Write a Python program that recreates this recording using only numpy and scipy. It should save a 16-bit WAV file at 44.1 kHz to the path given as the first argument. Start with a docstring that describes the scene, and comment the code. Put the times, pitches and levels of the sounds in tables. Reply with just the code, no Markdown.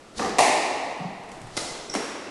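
"""Over faint hall air, a racket swishes and drives a squash ball, which cracks against the front wall.
Feet thump on the sprung floor and soles tick; a second swing ends in a close clack of the racket frame,
then a rubber sole squeaks and stamps. Impacts are coloured clicks or noise bursts; strings and frame
ring in damped modes. The hard court answers each event with a long echo."""
import sys
import numpy as np
from scipy import signal
from scipy.fft import rfft, irfft, next_fast_len
from scipy.io import wavfile
from scipy.ndimage import uniform_filter1d

SR = 44100
rng = np.random.default_rng(int(sys.argv[2]) if len(sys.argv) > 2 else 0)


def file_out(sig):
    """Save sig as 16-bit WAV at sys.argv[1]."""
    # one column per channel
    cols = np.atleast_2d(sig).T
    # limit, then scale
    lim = np.clip(cols, -1, 1)
    pcm = np.round(lim * 32767).astype(np.int16)
    wavfile.write(sys.argv[1], SR, pcm)


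N = 101429
TIME_S = np.arange(N) / SR


def amp(db):
    """Decibels to gain."""
    return 10 ** (np.asarray(db) / 20)


def unit_rms(x):
    """Scale to rms 1."""
    return x / np.sqrt(np.mean(x ** 2) + 1e-20)


def curve_at(points, hz):
    """Interpolate (f/Hz, value) points on a log frequency axis."""
    point_hz, values = np.transpose(points)
    return np.interp(np.log(hz + 1), np.log(point_hz + 1), values)


def noise(spectrum):
    """Coloured noise of rms 1."""
    gain = amp(curve_at(spectrum, np.fft.rfftfreq(N, 1 / SR)))
    return unit_rms(irfft(rfft(rng.standard_normal(N)) * gain, N))


def click(spectrum, size=4096):
    """Coloured minimum-phase click of energy 1."""
    gain = amp(curve_at(spectrum, np.fft.rfftfreq(size, 1 / SR)))
    cepstrum = irfft(np.log(gain))
    cepstrum[1:size // 2] *= 2
    cepstrum[size // 2 + 1:] = 0
    pulse = irfft(np.exp(rfft(cepstrum)))
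    return pulse / np.linalg.norm(pulse)


def ring(modes):
    """Sum of damped modes, energy 1."""
    t = np.arange(SR // 4) / SR
    tone = sum(amp(db - 60 * t / t60_s) * np.cos(2 * np.pi * hz * t) for hz, db, t60_s in modes)
    return tone / np.linalg.norm(tone)


def place(start_s, x):
    """Track of N samples with x starting at start_s."""
    lead_in = np.zeros(round(start_s * SR))
    return np.concatenate([lead_in, x, np.zeros(N)])[:N]


# Court reverberation: f/Hz, t60/s
COURT_DECAY = [(60, 0.53), (250, 2.14), (700, 2.2), (2000, 2.06), (4000, 1.61), (7500, 1.16), (11000, 0.86)]


def court_echo(first_echoes_per_s=4000, mixing_s=0.06):
    """Separate reflections thicken into a tail; the midrange rings longest."""
    density = np.clip(first_echoes_per_s / SR + (TIME_S / mixing_s) ** 2, 1e-3, 1)
    diffuse = rng.standard_normal(N)
    strength = np.sign(diffuse) * (1 - density) + diffuse * density
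    reflections = strength * (rng.random(N) < density) / np.sqrt(density)
    hz, frame_s, bands = signal.stft(reflections, SR, nperseg=256)
    decay = amp(-60 * frame_s / curve_at(COURT_DECAY, hz)[:, None])
    tail = signal.istft(bands * decay, SR, nperseg=256)[1][:N]
    return tail * np.clip((TIME_S - 0.002) / 0.0024, 0, 1)


def in_court(x, direct_db, room_db=0, walls=()):
    """Direct sound plus discrete wall reflections plus echo."""
    response = amp(room_db) * court_echo()
    response[0] += amp(direct_db)
    for delay_s, db in walls:
        response[round(delay_s * SR)] += amp(direct_db + db)
    return signal.fftconvolve(x, response)[:N]


def contact(spectrum, t60_s, direct_db, room_db=0, rise_s=0):
    """A rough, fast-dying contact and its echo, both coloured by what is struck."""
    attack = 1 - np.exp(-(TIME_S / (rise_s + 1 / SR)) ** 2)
    grit = rng.standard_normal(N) * attack * amp(-60 * TIME_S / t60_s)
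    burst = amp(direct_db) * grit / np.linalg.norm(grit) + amp(room_db) * court_echo()
    return signal.fftconvolve(burst, click(spectrum))[:N]


# Air and rumble spectra: f/Hz, level/dB
AIR_SPECTRUM = [(15, -24), (25, -24), (71, -10), (107, -8), (327, -3.5), (564, -4.5), (1050, -12.5),
                (1260, -8), (1470, -14), (7770, -25), (12400, -33), (16100, -77), (22000, -120)]
RUMBLE_SPECTRUM = [(20, 22), (45, 16), (70, -2), (110, -9), (250, -28), (1000, -53)]
# Rumble envelope: t/s, level/dB
RUMBLE_ENVELOPE = [(0, -65), (.4, -59), (.7, -76), (.95, -63), (1.3, -66), (1.45, -51), (1.85, -55.5),
                   (2.3, -73)]


def hall_air(air_db=-48):
    """Steady hall air over a low rumble that swells and fades."""
    rumble_db = np.interp(TIME_S, *np.transpose(RUMBLE_ENVELOPE))
    return amp(air_db) * noise(AIR_SPECTRUM) + amp(rumble_db) * noise(RUMBLE_SPECTRUM)


# Swings: start/s, end/s, peak level/dB (before court gain)
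RACKET_SWINGS = [(0.172, 0.185, -63.5), (1.537, 1.578, -74)]
# Air through strings: f/Hz, level/dB
SWISH_SPECTRUM = [(200, 14), (1000, 0.5), (2500, -3), (4000, 7), (5500, 5), (8000, -0.5), (10500, -2.5),
                  (12500, -46)]


def swishes(rise_db=9, release_t60_s=0.03):
    """Air hisses through the strings, louder as the racket speeds up."""
    hiss = np.zeros(N)
    for start_s, end_s, peak_db in RACKET_SWINGS:
        swell_db = rise_db * (TIME_S - end_s) / (end_s - start_s)
        release_db = -60 * (TIME_S - end_s) / release_t60_s
        hiss += amp(peak_db + np.minimum(swell_db, release_db)) * noise(SWISH_SPECTRUM)
    return in_court(hiss, direct_db=32.5)


# Strings on ball: f/Hz, level/dB
DRIVE_SPECTRUM = [(40, -31), (120, -14), (200, -5.5), (320, -3.5), (490, 1), (600, -10.5), (760, 2),
                  (980, -11.5), (1200, -4), (1450, -19), (1750, -11), (2200, -18.5), (3200, -22),
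                  (6000, -20.5), (11000, -34.5)]
# Reflections of the stroke: delay/s, level/dB re direct
DRIVE_REFLECTIONS = [(.0045, -4), (.038, 4.5), (.056, 4), (.07, 5), (.103, 6)]
# String modes: f/Hz, level/dB, t60/s
STRING_MODES = [(530, -16, 0.096), (1177, 6, 0.093), (1430, 2, 0.055), (1810, -10, 0.054), (2525, -2, .05)]


def drive():
    """The racket hits the ball and its strings ring on."""
    hit = amp(-24) * in_court(click(DRIVE_SPECTRUM), direct_db=14.5, walls=DRIVE_REFLECTIONS)
    strings = amp(-41.5) * in_court(ring(STRING_MODES), direct_db=40)
    return place(0.192, hit) + place(0.195, strings)


# Footfalls: t/s, relative level/dB, centre f/Hz
FOOTFALLS = [(0.219, -51, 80), (0.862, -47.5, 253), (.99, -44, 219), (.995, -40, 178), (1.04, -38.5, 182),
             (1.365, -50.5, 327), (1.4, -44.5, 130.2), (1.425, -49, 135), (1.567, -48, 173),
             (1.948, -35, 246), (1.966, -39, 273)]


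def footsteps(spacing_oct=0.33):
    """Sprung boards boom in one broad band under each step."""
    out = np.zeros(N)
    for start_s, db, centre_hz in FOOTFALLS:
        boards = [(centre_hz * 2 ** (k * spacing_oct), -4 * k * k) for k in range(-4, 5)]
        thump = contact(boards, t60_s=0.11, direct_db=35, room_db=-5, rise_s=0.0042)
        out += place(start_s, amp(db) * thump)
    return out


# Ball on wall: f/Hz, level/dB
CRACK_SPECTRUM = [(18, -70), (30, -29), (117, -24), (184, -18), (220, -27), (256, -12.5), (329, -11.5),
                  (531, -9.5), (633, -4.5), (756, 0), (1050, -8.5), (1160, -12), (1380, -23), (1610, -22.5),
                  (1870, -10.5), (2730, -13.5), (3180, -22), (3890, -18), (10100, -21.5), (11500, -32),
                  (12400, -31), (16100, -85), (22000, -120)]
# Nearest surfaces: delay/s, level/dB re direct
CRACK_REFLECTIONS = [(.0029, -1.5), (.0055, -1.5), (.007, 4), (.0172, -11), (.0242, -2)]


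def wall_crack():
    """The ball slaps the front wall; nearby surfaces repeat the crack."""
    crack = in_court(click(CRACK_SPECTRUM), direct_db=22, walls=CRACK_REFLECTIONS)
    return place(0.3852, amp(-16) * crack)


# Light shoe contacts: t/s, relative level/dB
SHOE_TICKS = [(1.235, -57), (1.291, -54.5), (1.3169, -48.5), (1.416, -51.5), (1.471, -55)]
# Sole on varnish: f/Hz, level/dB
SCUFF_SPECTRUM = [(300, 6), (2000, 1), (4200, -5), (9000, -6), (12500, -19)]


def shoe_ticks():
    """Soles tick lightly on the varnish."""
    return sum(place(start_s, amp(db) * contact(SCUFF_SPECTRUM, t60_s=0.036, direct_db=32.5))
               for start_s, db in SHOE_TICKS)


# Frame contacts: t/s, relative level/dB
FRAME_HITS = [(1.568, -36.5), (1.572, -35), (1.5744, -35)]
# Frame clack: f/Hz, level/dB
CLACK_SPECTRUM = [(40, -17), (100, 0), (180, 3.5), (380, 11), (800, 7.5), (1500, -1.5), (2700, -1.5),
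                  (3600, 1.5), (5200, 4), (8000, 0.5), (10300, -2), (12500, -19)]
# Frame modes: f/Hz, level/dB, t60/s
FRAME_MODES = [(470, 3, 0.03), (1255, -1.5, 0.076), (1400, 3, 0.032), (2047, 6, 0.042), (2060, -21, .05),
               (3380, -2, 0.043), (3924, 3, 0.045), (5560, -9, .04)]


def frame_clack():
    """The racket frame clatters close by and rings with a short ping."""
    clatter = np.zeros(N)
    for start_s, db in FRAME_HITS:
        clack = contact(CLACK_SPECTRUM, t60_s=0.024, direct_db=33.5, room_db=0.5)
        clatter += place(start_s, amp(db) * clack)
    ping = amp(-32.5) * in_court(ring(FRAME_MODES), direct_db=29.5, room_db=-9)
    return clatter + place(1.5765, ping)


# Skids: t/s, length/s, level/dB, f/Hz, rms jitter/fraction of f
SKIDS = [(1.8965, 0.0076, -29, 5610, .03), (1.907, 0.03, -42.5, 5570, 0.022),
         (1.928, 0.016, -39.5, 5620, 0.0198), (2.218, 0.084, -47.5, 2690, 0.02)]


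def squeaks(upper_ratio=1.42, upper_db=-17, hiss_db=-9):
    """Rubber sticks and slips: an unsteady high whistle with some hiss."""
    out = np.zeros(N)
    for start_s, length_s, db, hz, jitter in SKIDS:
        waver = unit_rms(uniform_filter1d(rng.standard_normal(N), size=30))
        phase = 2 * np.pi * np.cumsum(hz * (1 + jitter * waver)) / SR
        whistle = unit_rms(np.sin(phase) + amp(upper_db) * np.sin(upper_ratio * phase))
        envelope = np.sin(np.pi * np.clip((TIME_S - start_s) / length_s, 0, 1))
        out += amp(db) * envelope * (whistle + amp(hiss_db) * noise(SCUFF_SPECTRUM))
    return in_court(out, direct_db=0, room_db=-33)


# Heel and sole landings: t/s, relative level/dB
SOLE_HITS = [(1.9394, -33.5), (1.951, -32.5), (1.9599, -36.5)]
# Sole slap: f/Hz, level/dB
SOLE_SPECTRUM = [(40, -24), (150, -15), (370, 4), (700, 0), (1100, -2.5), (1500, -5.5), (2100, -5.5),
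                 (3300, -12), (6000, -11.5), (10000, -16), (12500, -29)]


def stamp():
    """Heel and sole slap down in quick succession."""
    return sum(place(start_s, amp(db) * contact(SOLE_SPECTRUM, t60_s=0.035, direct_db=31.5))
               for start_s, db in SOLE_HITS)


def scene():
    """The rally in mono, heard from above the back of the court."""
    return (hall_air() + swishes() + drive() + footsteps() + wall_crack()
            + shoe_ticks() + frame_clack() + squeaks() + stamp())[None]


def record(dry):
    """Round off the highest peaks and cut the top treble."""
    ceiling, cutoff_hz = 0.75, 12550
    limited = dry / (1 + np.abs(dry / ceiling) ** 6) ** (1 / 6)
    size = next_fast_len(N + SR // 2)
    hz = np.fft.rfftfreq(size, 1 / SR)
    roll_off = amp(curve_at([(10500, -0.5), (11500, -5.5), (12300, -18)], hz))
    return irfft(rfft(limited, size) * roll_off * (hz < cutoff_hz), size)[..., :N]


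dry = scene()
out = record(dry)
file_out(out)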